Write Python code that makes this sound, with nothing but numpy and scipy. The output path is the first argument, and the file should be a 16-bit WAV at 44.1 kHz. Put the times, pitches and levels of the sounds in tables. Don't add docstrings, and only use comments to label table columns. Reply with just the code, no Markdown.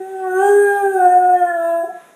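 import sys
import numpy as np
from scipy import signal
from scipy.fft import rfft, irfft
from scipy.io import wavfile

SR = 44100
rng = np.random.default_rng(int(sys.argv[2]) if len(sys.argv) > 2 else 0)


def bounce(signal):
    frames = np.transpose(np.atleast_2d(signal))
    limited = np.clip(frames, -1, 1)
    pcm = np.round(limited * 32767).astype(np.int16)
    wavfile.write(sys.argv[1], SR, pcm)


N = 94815

# start_s, pitch_hz
PITCH = [(0, 376.8), (0.11, 382.8), (0.23, 377.2), (0.32, 368.2), (0.38, 375.7), (0.44, 401), (0.55, 407.9),
         (0.66, 405.3), (0.81, 400.9), (0.9, 390.2), (0.96, 378.6), (1.02, 362.3), (1.1, 360.3),
         (1.22, 363.1), (1.36, 360.1), (1.49, 349.3), (1.6, 334.4), (1.7, 336.7), (1.82, 335.6)]


def undb(db):
    return 10 ** (np.asarray(db) / 20)


def curve(table, column):
    rows = np.array(table)
    return np.interp(np.arange(N) / SR, rows[:, 0], rows[:, column])


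def colour(hz, points):
    f, db = np.array(points).T
    octaves_beyond = np.abs(np.log2((hz + 1) / np.clip(hz + 1, f[0], f[-1])))
    return undb(np.interp(np.log(hz + 1), np.log(f), db) - 120 * octaves_beyond)


def unit(x):
    return x / np.sqrt(np.mean(x ** 2))


def noise(points):
    spectrum = rfft(rng.standard_normal(N))
    return unit(irfft(spectrum * colour(np.fft.rfftfreq(N, 1 / SR), points), N))


def walk(hz):
    smoother = signal.butter(2, hz, fs=SR, output="sos")
    return unit(signal.sosfilt(smoother, rng.standard_normal(N)))


def swell(at, length):
    return np.exp(-((np.arange(N) / SR - at) / length) ** 2)


def room_noise():
    # frequency_hz, relative_level_db
    floor_colour = [(30, -30.5), (80, -16), (110, -14.5), (160, 2.5), (300, 2), (700, 5), (1200, -10.5),
                    (2000, -26), (3600, -21), (4800, -22.5), (6500, -11), (9000, -15), (12300, -15),
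                    (14000, -28.5)]
    floor_db = -53
    return undb(floor_db) * noise(floor_colour)


def harmonic_levels():
    # start_s, first_db, second_db
    low_harmonics = [(0.0, -22, -34), (0.076, -32, -31.5), (0.106, -28, -41), (0.152, -24, -29),
                     (0.186, -27, -29), (0.278, -20, -19.5), (0.304, -19, -36), (0.334, -20.5, -22.5),
                     (0.354, -16, -30.5), (0.384, -12, -24), (0.43, -15, -16), (0.48, -15, -16.5),
                     (0.5, -9, -25), (0.592, -7.5, -27.5), (0.648, -10.5, -26.5), (0.76, -24.5, -18.5),
                     (0.8, -32.5, -20.5), (0.84, -14, -17.5), (0.866, -14.5, -17.5), (0.902, -16.5, -31),
                     (0.926, -22, -28.5), (0.958, -15, -20), (1.028, -21.5, -12.5), (1.068, -17.5, -7),
                     (1.104, -23, -13), (1.154, -24, -7.5), (1.242, -23, -12), (1.358, -24, -10),
                     (1.394, -26, -26.5), (1.428, -25.5, -11.5), (1.494, -36, -21), (1.748, -32, -16),
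                     (1.82, -35, -17)]
    # start_s, third_db, fourth_db, fifth_db
    mid_harmonics = [(0, -65, -51.5, -52.5), (0.18, -71.5, -48, -65), (0.25, -39, -35, -48.5),
                     (0.3, -42.5, -31, -42.5), (0.37, -30, -23, -44), (0.44, -41, -28, -57.5),
                     (0.52, -40, -29.5, -55), (0.62, -45.5, -24, -59), (0.72, -49, -23, -55.5),
                     (0.81, -35, -32, -61.5), (0.88, -47.5, -29.5, -56), (0.95, -49.5, -34.5, -64.5),
                     (1.02, -48, -25.5, -43.5), (1.13, -51.5, -32.5, -37.5), (1.22, -55, -33.5, -48),
                     (1.3, -49, -31.5, -63), (1.37, -47.5, -41.5, -27), (1.44, -40.5, -32.5, -38.5),
                     (1.5, -41.5, -39.5, -22), (1.57, -45, -41.5, -42.5), (1.64, -38, -37, -37.5),
                     (1.74, -36, -35, -38.5), (1.83, -38, -47, -32.5)]
    low = [curve(low_harmonics, column) for column in (1, 2)]
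    mid = [curve(mid_harmonics, column) for column in (1, 2, 3)]
    return low + mid


def vocal_folds(phase, levels):
    trim = [-1.3, 0.23, -0.06, -0.76, -1.5]
    flutter = [.2, 0.66, 3, 1.9, 1.9]
    flutter_hz = 20.1
    shimmer_db, shimmer_hz = 0.133, 121
    tone = 0
    for k, db in enumerate(levels):
        wobble_db = shimmer_db * walk(shimmer_hz) + flutter[k] * walk(flutter_hz)
        tone = tone + undb(db + trim[k] + wobble_db) * np.sqrt(2) * np.sin((k + 1) * phase)
    return tone


def throat_air(levels, puffs):
    # frequency_hz, relative_level_db
    rasp_colour = [(120, -6), (300, -23), (400, 5), (550, -14.5), (750, 20.5), (950, -4.5), (1200, -23),
                   (1350, 4), (1600, -5), (1800, 12), (2050, -41), (3000, -45)]
    rasp_db = -36
    effort = np.sqrt(sum(undb(db) ** 2 for db in levels))
    return undb(rasp_db) * effort * puffs * noise(rasp_colour)


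def flickering_overtone(order, phase):
    flicker_db, flicker_hz = 4.5, 4.3
    start_phase = rng.uniform(0, 2 * np.pi)
    return undb(flicker_db * walk(flicker_hz)) * np.sin(order * phase + start_phase)


def treble(hz, phase, puffs):
    # start_s, range_2_4_khz_db, range_6_10_khz_db, above_11_khz_db
    treble_levels = [(0, -59, -53.5, -59), (0.22, -51.5, -52.5, -63), (0.32, -54.5, -43.5, -49),
                     (0.4, -42, -34, -49.5), (0.47, -42.5, -29.5, -44), (0.58, -50, -30.5, -43.5),
                     (0.7, -45, -38, -44.5), (0.82, -46.5, -41, -46.5), (0.91, -50.5, -41.5, -48),
                     (1.02, -48.5, -37.5, -47.5), (1.1, -55, -40, -52.5), (1.2, -55, -43.5, -54),
                     (1.4, -52, -44, -53), (1.52, -56.5, -48, -56.5), (1.66, -52.5, -45.5, -50),
                     (1.79, -57.5, -48.5, -49), (1.84, -63, -49.5, -54)]
    # frequency_hz, relative_level_db
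    presence = [(1980, -9), (2160, 5.5), (2330, -12), (2450, 5.5), (2680, 2.5), (2900, -11), (3100, -3.5),
                (3270, 2), (3480, -13.5), (3720, -2.5), (4050, -15.5), (4350, -17), (4700, -21),
                (5400, -16.5)]
    whistle = [(5400, -37), (6200, -9.5), (6900, -9.5), (7450, -15), (8100, 0), (8600, 3), (9050, 5),
               (9350, -14.5), (9750, -1), (10300, -29), (11000, -22.5)]
    top = [(10500, -11.5), (11300, -6.5), (12000, 4), (12600, -1), (13100, -8.5), (13700, -10.5),
           (15400, -9.5)]
    clean_share = [-6, -8, -11]
    hiss_share = [-13.5, -16.5, -8.5]
    out = 0
    for i, shape in enumerate([presence, whistle, top]):
        low_hz, high_hz = shape[0][0], shape[-1][0]
        orders = [k for k in range(6, 46) if k * hz.max() > low_hz and k * hz.min() < high_hz]
        lines = unit(sum(colour(k * hz, shape) * flickering_overtone(k, phase) for k in orders))
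        hiss = puffs * noise(shape)
        mix = undb(clean_share[i]) * lines + undb(hiss_share[i]) * hiss
        out = out + undb(curve(treble_levels, i + 1)) * mix
    return out


def howl():
    jitter, jitter_hz = 0.0014, 142
    waver, waver_hz = 0.0023, 22.6
    attack_s = 0.008
    end_s, release_s = 1.8105, 0.061
    t = np.arange(N) / SR
    hz = curve(PITCH, 1) * (1 + jitter * walk(jitter_hz) + waver * walk(waver_hz))
    phase = 2 * np.pi * np.cumsum(hz) / SR
    puffs = unit(1 + 0.18 * np.cos(phase))
    levels = harmonic_levels()
    voice = vocal_folds(phase, levels) + throat_air(levels, puffs) + treble(hz, phase, puffs)
    attack = np.minimum(t / attack_s, 1)
    release = np.exp(-(np.maximum(t - end_s, 0) / release_s) ** 2)
    return voice * attack * release + lingering(phase)


def room(x):
    # centre_hz, level_db
    tail_levels = [(200, -14), (380, -15), (720, -15), (1100, -8), (1600, -5), (3000, -1), (8500, 1),
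                   (15000, 0)]
    tail_decays = [.55, 1, 0.65, 1, 0.91, 1, 0.25, 0.35]
    delay_s = 0.005804
    t, f = np.arange(SR) / SR, np.fft.rfftfreq(SR, 1 / SR)
    centres = np.log([row[0] for row in tail_levels])
    scatter, tail = rfft(rng.standard_normal(SR)), 0
    for share, (_, db), t60 in zip(np.eye(len(tail_levels)), tail_levels, tail_decays):
        band = irfft(scatter * np.interp(np.log(f + 1), centres, share), SR)
        fade = undb(-60 * t / t60) * (t > delay_s)
        tail = tail + undb(db) * band * fade / np.linalg.norm(fade)
    return x + signal.fftconvolve(x, tail)[:N]


def air_rushes():
    # peak_s, half_width_s, peak_level_db
    rushes = [(0.124, 0.19, -55), (2.037, 0.14, -52.5)]
    # frequency_hz, relative_level_db
    rush_colour = [(400, -8.5), (1200, -1), (1800, 1), (2500, -5.5), (3100, -10.5), (3750, -7.5),
                   (4600, -23.5), (8000, -20), (10300, -9.5), (13000, -24)]
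    return noise(rush_colour) * sum(undb(db) * swell(at, length) for at, length, db in rushes)


def lingering(phase):
    # start_s, first_db, second_db, third_db, fourth_db, fifth_db
    held_notes = [(0.386, -19.5, -10.5, -37.5, -25.5, -53), (0.94, -18.5, -11, -47, -28.5, -57),
                  (1.479, -48.5, -28.5, -42.5, -37, -33.5)]
    rise_s, t60_s = 0.032, 0.48
    t, out = np.arange(N) / SR, 0
    for at, *levels in held_notes:
        age = np.maximum(t - at, 0)
        held_hz = np.interp(at, t, curve(PITCH, 1))
        held_phase = np.interp(at, t, phase) + 2 * np.pi * held_hz * age
        rise = 1 - np.exp(-(age / rise_s) ** 2)
        decay = np.exp(-np.log(1000) * age / t60_s)
        note = sum(undb(db) * np.sqrt(2) * np.sin((k + 1) * held_phase) for k, db in enumerate(levels))
        out = out + rise * decay * note
    return out


def low_bumps():
    # peak_s, peak_level_db
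    bumps = [(.555, -65), (0.591, -61), (1.055, -50), (1.149, -59)]
    # frequency_hz, relative_level_db
    bump_colour = [(20, 3), (70, 2), (200, -17.5), (800, -2.5), (2000, -19.5), (6000, -16.5), (12000, -51)]
    half_width_s = 0.011
    return noise(bump_colour) * sum(undb(db) * swell(at, half_width_s) for at, db in bumps)


def catches():
    # peak_s, half_width_s, pitch_hz, glide_hz_per_s, first_db, second_db
    bursts = [(1.843, .012, 368, 701, -29.5, -27.5), (1.884, 0.012, 411, 9, -36.5, -50),
              (1.901, .017, 362.6, 1001, -41, -25.5), (1.954, 0.029, 354, 0, -44, -33)]
    jitter, jitter_hz = 0.01, 130
    t, out = np.arange(N) / SR, 0
    for at, length, hz, glide, first_db, second_db in bursts:
        gliding_hz = hz + glide * np.clip(t - at, -2 * length, 2 * length)
        phase = 2 * np.pi * np.cumsum(gliding_hz * (1 + jitter * walk(jitter_hz))) / SR
        tone = undb(first_db) * np.sin(phase) + undb(second_db) * np.sin(2 * phase)
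        out = out + np.sqrt(2) * swell(at, length) * tone
    return out


def scene():
    low_cut = signal.butter(4, 85, "high", fs=SR, output="sos")
    dog = signal.sosfilt(low_cut, howl() + catches())
    background = room_noise() + air_rushes() + low_bumps()
    return (room(dog) + background)[None]


def record(dry):
    top_cut = signal.ellip(10, 0.1, 80, 15400, fs=SR, output="sos")
    return signal.sosfilt(top_cut, dry)


dry = scene()
out = record(dry)
bounce(out)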